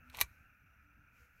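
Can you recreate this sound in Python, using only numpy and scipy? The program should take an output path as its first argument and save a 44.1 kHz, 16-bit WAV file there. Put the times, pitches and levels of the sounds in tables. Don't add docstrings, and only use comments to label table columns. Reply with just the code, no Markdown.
import sys
import numpy as np
from scipy import signal
from scipy.fft import rfft, irfft
from scipy.io import wavfile
from scipy.ndimage import uniform_filter1d

SR = 44100
rng = np.random.default_rng(int(sys.argv[2]) if len(sys.argv) > 2 else 0)


def store_wav(level_fs):
    pcm = np.round(np.clip(np.atleast_2d(level_fs), -1, 1) * 32767)
    wavfile.write(sys.argv[1], SR, pcm.T.astype(np.int16))


N = 61739
TIME = np.arange(N) / SR


def amp(db):
    return 10 ** (np.asarray(db) / 20)


def unit(x):
    return x / np.sqrt(np.mean(x ** 2) + 1e-20)


def at_frequency(points, hz):
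    f, value = np.transpose(points)
    return np.interp(np.log(hz + 1), np.log(f + 1), value)


def envelope(points):
    return amp(np.interp(TIME, *np.transpose(points)))


def decay(t, t60):
    return np.exp(-np.log(1000) * t / np.maximum(t60, 1e-3))


def add(mix, start, sound):
    part = mix[max(round(start * SR), 0):][:len(sound)]
    part += sound[:len(part)]


def colour(x, spectrum, size=4096):
    log_gain = np.log(amp(at_frequency(spectrum, abs(np.fft.fftfreq(size, 1 / SR)))))
    taps = np.fft.ifft(np.exp(np.conj(signal.hilbert(log_gain)))).real
    return signal.fftconvolve(x, taps[:size // 2])[:len(x)]


def noise(spectrum, patchy_db, size=512):
    cells = signal.stft(rng.standard_normal(N), nperseg=size)[2]
    patches = uniform_filter1d(rng.standard_normal(cells.shape), size=5, axis=0)
    patches = unit(uniform_filter1d(patches, size=10, axis=1))
    patchy = signal.istft(cells * amp(patchy_db * patches), nperseg=size)[1][:N]
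    gain = amp(at_frequency(spectrum, np.fft.rfftfreq(N, 1 / SR)))
    return unit(irfft(rfft(patchy) * gain, N))


def burst(shape):
    x = rng.standard_normal(len(shape))
    for _ in range(5):
        x = irfft(np.exp(1j * np.angle(rfft(x * shape))), len(x))
        x = x / np.sqrt(abs(uniform_filter1d(x ** 2, size=24)) + 1e-14)
    return x * shape


def damped_tones(rows, rise_s):
    out, t = np.zeros(N), np.arange(SR // 2) / SR
    rise = 1 - np.exp(-(t / rise_s) ** 2)
    for start, db, hz, t60 in rows:
        add(out, start, amp(db) * rise * decay(t, t60) * np.sin(2 * np.pi * hz * t))
    return out


def water():
    # (t/s, level/dB)
    levels = [(0, -65.5), (.25, -67.5), (.45, -69.5), (.7, -70.5), (1.0, -70.5), (1.2, -71), (1.4, -70.5)]
    # (f/Hz, relative level/dB)
    spectrum = [(100, -7.5), (270, -4.5), (350, -17), (800, -15.5), (1120, -19.5), (1300, 0), (1450, -0.5),
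                (1700, -3.5), (2050, -11.5), (2400, -0.5), (2750, -8), (3200, -37.5), (4600, -36.5),
                (6000, -24.5), (8500, -47.5), (10500, -31.5), (12500, -23.5), (15800, -28)]
    return envelope(levels) * noise(spectrum, patchy_db=2.0)


def wind():
    # (t/s, level/dB)
    gusts = [(0.0, -61), (0.026, -57), (0.05, -69), (0.244, -57.5), (0.366, -68.5), (0.392, -62.5),
             (0.424, -68), (0.598, -78), (0.638, -62.5), (0.672, -73), (0.836, -70), (0.996, -65.5),
             (1.078, -72), (1.246, -66), (1.268, -76.5), (1.4, -66.5)]
    # (f/Hz, relative level/dB)
    spectrum = [(15, -20), (35, -9), (70, -0.5), (100, -9.5), (150, -15), (250, -23), (380, -43.5),
                (1500, -70.5)]
    return envelope(gusts) * noise(spectrum, patchy_db=1.0)


def whistle(width_hz=170, db=-75):
    # (t/s, f/Hz)
    centre = [(0, 1443), (0.328, 1427), (0.428, 1594), (.5, 1459), (0.629, 1479), (.8, 1398), (1.4, 1430)]
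    hz = np.interp(TIME, *np.transpose(centre))
    pole = np.exp(-np.pi * width_hz / SR)
    air = rng.standard_normal(N) + 1j * rng.standard_normal(N)
    for _ in range(2):
        air = signal.lfilter([1 - pole], [1, -pole], air)
    carrier = np.exp(2j * np.pi * np.cumsum(hz) / SR)
    return amp(db) * unit((air * carrier).real)


def rubs():
    # (centre t/s, standard deviation/s, level/dB)
    strokes = [(0.03, .08, -106), (.35, .09, -79), (1.208, 0.053, -72.5), (1.4, .05, -76)]
    # (f/Hz, relative level/dB)
    spectrum = [(100, -3.5), (500, 3.5), (1000, -2.5), (2500, 10.5), (3500, -9), (6500, -1.5), (9000, -13),
                (12500, -1.5), (16000, -12.5)]
    swells = sum(amp(db) * np.exp(-.5 * ((TIME - centre) / width) ** 2) for centre, width, db in strokes)
    return noise(spectrum, patchy_db=0.5) * swells


def moans():
    # (t/s, duration/s, f/Hz, glide/Hz, level/dB)
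    tones = [(.005, 0.16, 241.8, 15.5, -65.5), (0.647, 0.16, 670, -0.5, -85.5),
             (0.809, .14, 295.2, -8, -75), (0.948, 0.13, 299.3, -5, -75.5), (1.16, .13, 479.3, 11.5, -77.5)]
    out = np.zeros(N)
    for start, length, hz, glide_hz, db in tones:
        progress = np.arange(0, length, 1 / SR) / length
        phase = 2 * np.pi * np.cumsum(hz + glide_hz * progress) / SR
        add(out, start, amp(db) * np.sin(np.pi * progress) * np.sin(phase))
    return out


def hinge(slips_per_s=4000, spread_db=7):
    # (t/s, level/dB)
    levels = [(0, -99), (.09, -77.5), (.135, -66), (.15, -58), (.166, -57.5), (.185, -53.5), (.21, -59.5),
              (.24, -61), (.27, -89.5)]
    # (f/Hz, relative level/dB)
    spectrum = [(100, -8.5), (400, -4.5), (900, -1), (1600, -5.5), (2700, 0), (4500, -12), (8000, -13.5),
                (13000, -18), (16000, -26)]
    sizes = amp(spread_db * np.minimum(rng.exponential(1, N), 3)) * rng.choice([-1, 1], N)
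    slips = sizes * (rng.random(N) < slips_per_s / SR)
    return envelope(levels) * unit(colour(slips, spectrum))


def contacts(attack_s=0.00055, ring_db=-23, mode_spread=.007):
    # (t/s, level/dB, bass gain/dB, treble gain/dB, crack T60/s)
    impacts = [(0.099, -44, -7, -9.5, 0.017), (0.1464, -32, -7, -17, 0.016),
               (0.154, -36.5, -2.5, -14.5, 0.013), (0.1614, -40, -5, -20.5, .01),
               (.1698, -42.5, -6.5, 4, 0.024), (0.1858, -30.5, 5, -23.5, .012),
               (0.1902, -31, -14, -3.5, 0.0063), (0.1934, -40.5, -6.5, -15, 0.013),
               (0.1995, -34.5, 6.5, 2, 0.008), (0.2055, -26.5, -1.5, 2, 0.0068),
               (0.209, -30, -1.5, -4.5, .016), (0.2121, -13, 1.5, 2.5, 0.011), (0.2145, -19, 2.5, -2, .01),
               (0.2187, -32, -2, -2, .016), (0.22, -31.5, 0, 3.5, 0.016), (0.2396, -47, 3, -6.5, .012)]
    # (f/Hz, relative level/dB)
    spectrum = [(40, -21.5), (300, -17), (900, -7), (1450, -14), (2150, -2.5), (2700, -3), (3450, -5.5),
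                (3950, 4), (4380, -1), (4750, -12.5), (5300, -6), (6300, -3.5), (7500, -10.5), (9000, -8.5),
                (10000, -1), (10800, -11.5), (11700, 0.5), (13250, 0.5), (14400, -16), (15200, -6.5),
                (16000, -18.5)]
    # (f/Hz, relative level/dB, T60/s)
    modes = [(942, -4, .035), (1162, -1, 0.042), (1886, -7, 0.042), (2011, -4, .048), (2330, 3, 0.046),
             (2425, -5, 0.041), (2900, -8, .035), (3910, -11.5, .02), (6200, -6, .035), (6763, -8.5, .035),
             (9960, -9, .03), (11686, -7.5, 0.033), (12500, -4.5, .032)]
    out, t = np.zeros(N), np.arange(8192) / SR
    rise = np.minimum(t / attack_s, 1)
    for start, db, bass_db, treble_db, t60 in impacts:
        crack = colour(burst(rise * decay(np.maximum(t - attack_s, 0), t60)), spectrum)
        detune = 1 + mode_spread * rng.standard_normal(len(modes))
        ring = sum(amp(mode_db) * decay(t, mode_t60) * np.sin(2 * np.pi * (k * hz * t + rng.random()))
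                   for k, (hz, mode_db, mode_t60) in zip(detune, modes))
        tone = [(898.5, bass_db), (1870, 0), (3240, 0), (7954, treble_db)]  # f/Hz, gain/dB
        add(out, start, amp(db) * colour(crack + amp(ring_db) * rise * ring, tone))
    return out


def shore(sound, delay_s=0.0043, near_db=-13, far_db=-38.5, far_t60_s=0.47):
    # (f/Hz, T60/s)
    scatter = [(200, .13), (1000, .095), (4000, 0.049), (7000, 0.086), (14000, 0.039)]
    hz, t, cells = signal.stft(rng.standard_normal(SR // 2), SR, nperseg=128)
    near = signal.istft(cells * decay(t, at_frequency(scatter, hz)[:, None]))[1]
    far = rng.standard_normal(len(near)) * decay(np.arange(len(near)) / SR, far_t60_s)
    response = amp(near_db) * near / np.linalg.norm(near) + amp(far_db) * far / np.linalg.norm(far)
    out = np.zeros(N)
    add(out, delay_s, signal.fftconvolve(sound, response))
    return out


def knocks():
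    # (t/s, level/dB, f/Hz, T60/s)
    resonances = [(.1422, -45.5, 943, 0.032), (.147, -41.5, 2470, 0.012), (.177, -35.5, 888, 0.0077),
                  (.186, -34, 748.3, .008), (.1868, -26, 2136, 0.0066), (.194, -37, 2347, 0.01),
                  (.2022, -37, 877, 0.021), (.206, -33, 980, 0.0095), (.2117, -39, 437.7, 0.0078),
                  (.2138, -19, 2130, .007), (.2208, -31, 1859, .013)]
    return damped_tones(resonances, rise_s=0.00061)


def jolts():
    # (t/s, level/dB, f/Hz, T60/s)
    thuds = [(.178, -58, 60, .08), (.212, -42.5, 75, .05), (.2335, -41.5, 60, 0.1),
             (1.215, -59.5, 67.3, 0.32)]
    return damped_tones(thuds, rise_s=0.0033)


def trills(period_s=.0338, note_s=.013, top_hz=6030, max_drop_hz=700, db=-88):
    # (start t/s, end t/s)
    spans = [(.495, .89), (1.003, 1.08)]
    out, progress = np.zeros(N), np.arange(0, note_s, 1 / SR) / note_s
    for start, end in spans:
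        for onset in np.arange(start, end, period_s):
            pitch, strength = rng.standard_normal(2)
            hz = top_hz * (1 + .01 * pitch) - max_drop_hz * rng.random() * progress ** 2
            phase = 2 * np.pi * np.cumsum(hz) / SR
            add(out, onset, amp(db + 2 * strength) * np.sin(np.pi * progress) * np.sin(phase))
    return out


def scene():
    gun = contacts() + knocks() + hinge()
    handling = jolts() + rubs()
    return (gun + shore(gun) + handling + trills() + moans() + whistle() + water() + wind())[None]


def record(dry, cutoff_hz=15950):
    taps = signal.firwin(301, cutoff_hz, window=("kaiser", 8), fs=SR)
    return signal.oaconvolve(dry, taps[None], "same")


dry = scene()
out = record(dry)
store_wav(out)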